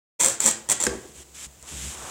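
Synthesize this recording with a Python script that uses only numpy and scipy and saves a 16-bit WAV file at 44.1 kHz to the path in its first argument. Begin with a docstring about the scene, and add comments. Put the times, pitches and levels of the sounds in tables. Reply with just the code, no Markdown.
"""In a dry workshop, a knife trims spare canvas from a round wooden stretcher in four short strokes.
Threads snap one by one under the juddering blade and excite the modes of the frame. At 0.87 s the last
stroke ends in a knock on the wood. Friction then takes over: the cut strip is pulled away, cloth and
hands brush over the taut canvas, which drums softly, and from 1.6 s the frame slides on the bench."""
import sys
import numpy as np
from scipy import signal
from scipy.fft import rfft, irfft
from scipy.io import wavfile
from scipy.ndimage import uniform_filter1d

SR = 44100
rng = np.random.default_rng(int(sys.argv[2]) if len(sys.argv) > 2 else 0)


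def generate_wav(signal):
    """Clip the signal to [-1, 1] and save it as 16-bit WAV at the path in sys.argv[1]."""
    frames = np.transpose(np.atleast_2d(signal))
    scaled = np.clip(frames, -1, 1) * 32767
    pcm = np.round(scaled).astype(np.int16)
    wavfile.write(sys.argv[1], SR, pcm)


N = 92610
T = np.arange(N) / SR


def amp(db):
    """Amplitude ratio of a level in decibels."""
    return 10 ** (np.asarray(db) / 20)


def unit(x):
    """Normalisation to rms 1."""
    return x / np.sqrt(np.mean(x ** 2))


def unit_energy(x):
    """A response of unit energy passes white noise at the same level."""
    return x / np.sqrt(np.sum(x ** 2))


def convolve(x, response):
    """Superposition: each sample of x launches a copy of the impulse response."""
    return signal.fftconvolve(x, response)[:N]


def on_log_axis(hz, points_hz, values):
    """Linear interpolation over log frequency."""
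    return np.interp(np.log(hz + 1), np.log(np.sort(points_hz)), values)


def colour(x, points):
    """Minimum-phase filter through (frequency_hz, gain_db) points."""
    hz, db = np.array(points).T
    bins_hz = np.arange(N + 1) * SR / (2 * N)
    cepstrum = irfft(np.log(amp(on_log_axis(bins_hz, hz, db))))
    cepstrum[1:N] *= 2  # folding onto positive time makes the filter causal
    cepstrum[N + 1:] = 0
    return irfft(rfft(x, 2 * N) * np.exp(rfft(cepstrum)))[:N]


def clicks(rows):
    """Impulsive excitation, one impulse for each (time_s, level_db)."""
    out = np.zeros(N)
    for at, db in rows:
        out[int(at * SR)] += amp(db)
    return out


def ring(hz, t60):
    """Free decay of one damped mode."""
    return unit_energy(np.sin(2 * np.pi * hz * T) * np.exp(-np.log(1000) * T / t60))


def burst(decay_s):
    """Exponential decay of white noise."""
    return unit_energy(rng.standard_normal(N) * np.exp(-T / decay_s))


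def effort(rows, edge_s):
    """Amplitude envelope: each stroke passes through three levels and has Gaussian edges."""
    out = np.zeros(N)
    for start, mid, end, *levels_db in rows:
        outside_s = np.maximum(start - T, 0) + np.maximum(T - end, 0)
        level = amp(np.interp(T, [start, mid, end], levels_db))
        out = np.maximum(out, level * np.exp(-(outside_s / edge_s) ** 2))
    return out


def grains(per_s, scatter_db):
    """Shot noise: random tiny clicks of uneven size, rms 1."""
    size = amp(scatter_db * np.clip(rng.standard_normal(N), -2, 2))
    polarity = np.sign(rng.standard_normal(N))
    return unit(size * polarity * (rng.random(N) < per_s / SR))


# Spectrum of the workshop's background: frequency_hz, gain_db
AIR_SPECTRUM = [(30, -65), (70, 1), (200, 7), (500, 7), (1500, -2), (4000, -2), (7500, -10), (11000, -5.5),
                (16000, 1.5)]
AIR_DB, AIR_START_S = -51, .191


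def air():
    """Stationary noise: a faint background that sets in just before the first stroke."""
    return amp(AIR_DB) * colour(rng.standard_normal(N) * (T > AIR_START_S), AIR_SPECTRUM)


# Reverberation by band: frequency_hz, t60_s, level_db
ROOM_BANDS = [(150, 0.38, 4.5), (500, 0.59, 1.5), (1430, 0.52, 0), (4300, 0.35, 3), (8100, 0.32, -2.5),
              (14000, 0.24, -5.5)]
BENCH_DB, BENCH_DECAY_S, ROOM_GAP_S = -11.5, 0.003, 0.0069


def workshop(x, room_db):
    """Reverberation: direct sound, early bench reflections, then a tail whose treble dies first."""
    hz, _, cells = signal.stft(rng.standard_normal(N), SR, nperseg=256)
    band_hz, t60, db = np.array(ROOM_BANDS).T
    age = np.linspace(0, N / SR, cells.shape[1])
    decay = np.exp(-np.log(1000) * age / on_log_axis(hz, band_hz, t60)[:, None])
    gain = amp(on_log_axis(hz, band_hz, db))[:, None]
    diffuse = signal.istft(cells * decay * gain, SR)[1][:N]
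    tail = unit_energy(diffuse * (T > ROOM_GAP_S))
    return x + convolve(x, amp(BENCH_DB) * burst(BENCH_DECAY_S) + amp(room_db) * tail)


# Modes of the taut canvas: pitch_hz, bandwidth_hz, level_db
CANVAS_MODES = [(67.1, 2.1, 0.5), (137.3, 17, -5.5), (194, 71, -11.5)]
# Hands pressing on it: start_s, mid_s, end_s, start_db, mid_db, end_db
HAND_PRESSES = [(.88, .90, 1.03, -34, -40, -53), (1.16, 1.19, 1.23, -56, -46.5, -63),
                (1.30, 1.38, 2, -56, -54.5, -63), (1.73, 1.76, 2, -37, -40, -52),
                (1.835, 1.865, 1.895, -39, -36, -40), (1.95, 1.98, 2.06, -51, -47.5, -45)]
CANVAS_IDLE_DB = -59.5


def drumming():
    """Forced vibration of a membrane: rubbing hands keep the low modes of the canvas sounding."""
    out = np.zeros(N)
    for hz, width, db in CANVAS_MODES:
        pole = np.exp((2j * hz - width) * np.pi / SR)
        mode = signal.lfilter([1], [1, -pole], rng.standard_normal(N))
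        steadied = mode.real / (np.abs(mode) + np.std(mode) / 2)
        out += amp(db) * unit(steadied)
    idle = amp(CANVAS_IDLE_DB) * (T > AIR_START_S)
    return out * np.maximum(effort(HAND_PRESSES, edge_s=0.015), idle)


# Light touches of fingers and knife handle: time_s, tick_db, thud_db
LIGHT_TOUCHES = [(1.467, -44, -15), (1.627, -23, -20)]


def touches():
    """Impulse response of a membrane: each touch gives a tick and a damped thud of the canvas."""
    thud = sum(amp(db) * ring(hz, t60=0.085) for hz, _, db in CANVAS_MODES)
    ticks = clicks([(at, db) for at, db, _ in LIGHT_TOUCHES])
    pushes = clicks([(at, db) for at, _, db in LIGHT_TOUCHES])
    return ticks + convolve(pushes, thud)


# Brushed cloth, pulled strip, sliding frame: start_s, mid_s, end_s, start_db, mid_db, end_db
CLOTH_SWISHES = [(.87, .91, 1.12, -37, -48, -55), (1.152, 1.19, 1.222, -49.5, -47, -47.5),
                 (1.356, 1.452, 1.456, -44.5, -38, -42.5), (1.60, 1.67, 1.69, -60, -47, -39),
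                 (1.695, 1.855, 1.95, -41, -36, -40), (1.95, 2.06, 2.205, -43, -41.5, -37)]
STRIP_PULLS = [(.89, .935, 1.025, -21, -14, -37), (.99, 1.055, 1.113, -34, -27, -38),
               (1.13, 1.21, 1.33, -41, -37, -58)]
FRAME_SLIDES = [(1.635, 1.69, 1.85, -44, -38.5, -47.5), (1.91, 2.05, 2.12, -36.5, -27.5, -29.5)]
# Their spectra, in turn bright, hollow and dull: frequency_hz, gain_db
CLOTH_SPECTRUM = [(60, -23), (300, 0), (700, -4), (1500, 0), (2400, 3), (3400, 5), (4500, -1.5), (5600, -1),
                  (7600, -5.5), (9500, -2), (13000, -1.5), (16000, -10)]
STRIP_SPECTRUM = [(60, -5), (180, -5.5), (280, -2.5), (380, 7), (480, -1), (580, -11.5), (700, -7.5),
                  (900, -14.5), (2000, -27), (16000, -45)]
SLIDE_SPECTRUM = [(60, -21.5), (200, -3), (420, 0.5), (750, 1), (1300, 0.5), (2000, -9.5), (4000, -27),
                  (16000, -49)]


def rubbing():
    """Friction noise: the nap of the cloth and the sliding frame catch in dense tiny grains."""
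    def rub(moves, spectrum):
        return colour(grains(per_s=7000, scatter_db=0.5) * effort(moves, edge_s=0.013), spectrum)

    cloth = rub(CLOTH_SWISHES, CLOTH_SPECTRUM)
    strip = rub(STRIP_PULLS, STRIP_SPECTRUM)
    return cloth + strip + rub(FRAME_SLIDES, SLIDE_SPECTRUM)


# The blade juddering against the frame: start_s, mid_s, end_s, start_db, mid_db, end_db
BLADE_JUDDERS = [(.20, .24, 0.26, -39.5, -39, -38), (.263, .288, 0.33, -32.5, -29.5, -47.5),
                 (.455, .481, 0.51, -33.5, -35, -41), (.70, .705, .722, -38, -41.5, -36),
                 (.815, .83, .852, -49, -41, -44)]
JUDDER_HZ, JUDDER_WOBBLE_HZ, JUDDER_ROUGHNESS = 534.3, 21.6, .25


def judder():
    """Stick-slip oscillation: the hard-pressed blade gives a woody note of unsteady pitch."""
    wobble, rough = (unit(uniform_filter1d(rng.standard_normal(N), size=256)) for _ in range(2))
    phase = 2 * np.pi * np.cumsum(JUDDER_HZ + JUDDER_WOBBLE_HZ * wobble) / SR
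    note = unit(np.sin(phase) * (1 + JUDDER_ROUGHNESS * rough))
    return note * effort(BLADE_JUDDERS, edge_s=0.0033)


# Modes of the wooden frame: pitch_hz, t60_s, under_blade_db, in_knock_db
FRAME_MODES = [(120.7, 0.14, -21.5, -22), (218.7, 0.22, -25, -7.5), (340.3, 0.16, -18.5, -12.5),
               (385, 0.098, -27, -13.5), (488, 0.056, -22, -8), (526, 0.044, -28, -13),
               (646, 0.31, -25.5, -19.5), (858, 0.047, -15, -19), (1022, 0.02, -16.5, -21.5),
               (1141, 0.066, -34, -16.5), (1591, 0.03, -27, -9.5), (1925, 0.017, -15, -14),
               (2144, .03, -44, -17.5), (3207, 0.044, -16.5, -52), (3640, 0.016, -19.5, -30)]
UNDER_BLADE, IN_KNOCK = 2, 3  # level columns


def frame(column):
    """Modal superposition: the frame's response, neighbouring modes swinging opposite ways."""
    return sum((-1) ** k * amp(mode[column]) * ring(hz=mode[0], t60=mode[1])
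               for k, mode in enumerate(FRAME_MODES))


# Spectrum of the knock's crack: frequency_hz, gain_db
CRACK_SPECTRUM = [(100, 2), (2000, 1.5), (5000, -0.5), (7500, -4.5), (11000, -3), (16000, -16)]
KNOCK_S, KNOCK_DB, KNOCK_CRACK_DB = .8665, 10, -7


def knock():
    """Impact excitation: the knife comes free and hits the frame with a crisp crack."""
    crack = amp(KNOCK_CRACK_DB) * colour(burst(decay_s=.0025), CRACK_SPECTRUM)
    blow = clicks([(KNOCK_S, KNOCK_DB)])
    return workshop(convolve(blow, frame(IN_KNOCK) + crack), room_db=-10.5)


# Strong threads that snap: time_s, relative_level_db
THREAD_SNAPS = [(0.2051, -4), (0.2108, 3), (.2185, -26), (.2252, -25), (.2345, -3.5), (0.2461, 3),
                (0.2552, -1.5), (0.261, 4), (.2671, -1), (0.2841, 0), (0.2977, -8), (0.4039, -2),
                (0.4427, -6), (.4574, -3), (.4610, 3), (0.466, 2), (.4670, -1), (0.4737, 1), (0.4763, 0),
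                (0.4782, 1.5), (0.483, -3), (0.488, -1.5), (.5124, -5.5), (0.6894, -3), (0.6974, -6),
                (0.6994, 4), (0.7082, 1), (.7163, 1), (0.717, -28), (.7203, -37), (0.726, -6),
                (0.802, -6.5), (0.8049, -6), (0.814, -4.5), (0.826, -4), (.8377, 1), (.8420, -4),
                (0.851, -4)]
ZIP_HZ, ZIP_SPREAD_HZ, ZIP_WIDTH_S, ZIP_DB, SNAP_CRACK_DB = 7940, 740, 0.000407, -21, -7.5


def threads():
    """Sudden release of tension: each thread parts with a crack and a brief zip at its own pitch."""
    zips = np.zeros(N)
    for at, db in THREAD_SNAPS:
        age = T - at - ZIP_WIDTH_S
        near = np.abs(age) < 3 * ZIP_WIDTH_S
        hz = ZIP_HZ + ZIP_SPREAD_HZ * rng.uniform(-0.75, 1)
        tone = np.cos(2 * np.pi * (hz * age[near] + rng.random()))
        zips[near] += amp(db) * tone * np.exp(-(age[near] / ZIP_WIDTH_S) ** 2)
    return amp(SNAP_CRACK_DB) * clicks(THREAD_SNAPS) + amp(ZIP_DB) * zips


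# The blade cutting canvas and bearing on wood: start_s, mid_s, end_s, start_db, mid_db, end_db
KNIFE_STROKES = [(.201, .263, 0.35, -26.5, -26.5, -42), (.404, .478, 0.51, -31.5, -27.5, -30.5),
                 (.700, .719, .728, -31, -22, -24.5), (.804, .840, 0.86, -34.5, -32.5, -34.5)]
BLADE_ON_WOOD = [(.20, .288, 0.27, -24.5, -32, -23), (.41, .48, 0.48, -36, -20, -24),
                 (.69, .72, .73, -25.5, -28, -45), (.80, .845, .865, -28, -38.5, -27)]
# Spectrum of the scraping edge: frequency_hz, gain_db
EDGE_SPECTRUM = [(40, -31.5), (120, 5), (250, 2), (550, 4), (1000, 2.5), (2000, 2.5), (3200, -1),
                 (5000, -1), (8000, -1), (11000, -0.5), (16000, -1.5)]
SCRAPE_DB, STROKE_EDGE_S, SNAP_TO_WOOD_DB = -3.5, .004, -9
FRAY_DB, FRAY_DECAY_S = -4.5, 0.0019  # loose fibres that part just after a thread


def knife():
    """Fracture and friction: the edge scrapes, parts fibres and threads, and drives the frame's modes."""
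    fibres = unit(grains(per_s=1500, scatter_db=1.5) + amp(SCRAPE_DB) * rng.standard_normal(N))
    snaps = clicks(THREAD_SNAPS)
    fray_power = convolve(snaps ** 2, unit_energy(np.exp(-T / FRAY_DECAY_S)) ** 2)
    fray = np.sqrt(np.abs(fray_power)) * rng.standard_normal(N)
    cutting = fibres * effort(KNIFE_STROKES, STROKE_EDGE_S) + amp(FRAY_DB) * fray
    cloth = colour(cutting, EDGE_SPECTRUM) + threads()
    force = fibres * effort(BLADE_ON_WOOD, STROKE_EDGE_S) + amp(SNAP_TO_WOOD_DB) * snaps
    wood = convolve(force, frame(UNDER_BLADE))
    # the frame is close, so less of it comes back from the room
    return workshop(cloth, room_db=-8) + workshop(wood, room_db=-10)


def scene():
    """Linear superposition of all sources, alike in both channels."""
    mono = air() + knife() + judder() + knock() + rubbing() + drumming() + touches()
    return np.array([mono, mono])


# Response of the microphone, whose port rings near 7.6 kHz: frequency_hz, gain_db
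MIC_RESPONSE = [(20, -33), (45, -5.5), (62, -2.5), (3500, -0.5), (4400, -0.5), (5600, 4), (6500, 10),
                (7300, 15.5), (8250, 12.5), (9100, 3), (10200, 1.5), (11500, -5), (13200, -9), (14800, -5),
                (16000, -11)]
PEAK_LIMIT, CUTOFF_HZ = .95, 15900


def record(dry):
    """Port resonance lifts the treble, soft saturation rounds the peaks and a low-pass cuts the top."""
    heard = np.array([colour(channel, MIC_RESPONSE) for channel in dry])
    rounded = heard / (1 + (heard / PEAK_LIMIT) ** 4) ** .25
    return signal.sosfilt(signal.ellip(10, .2, 70, CUTOFF_HZ, fs=SR, output="sos"), rounded)


dry = scene()
out = record(dry)
generate_wav(out)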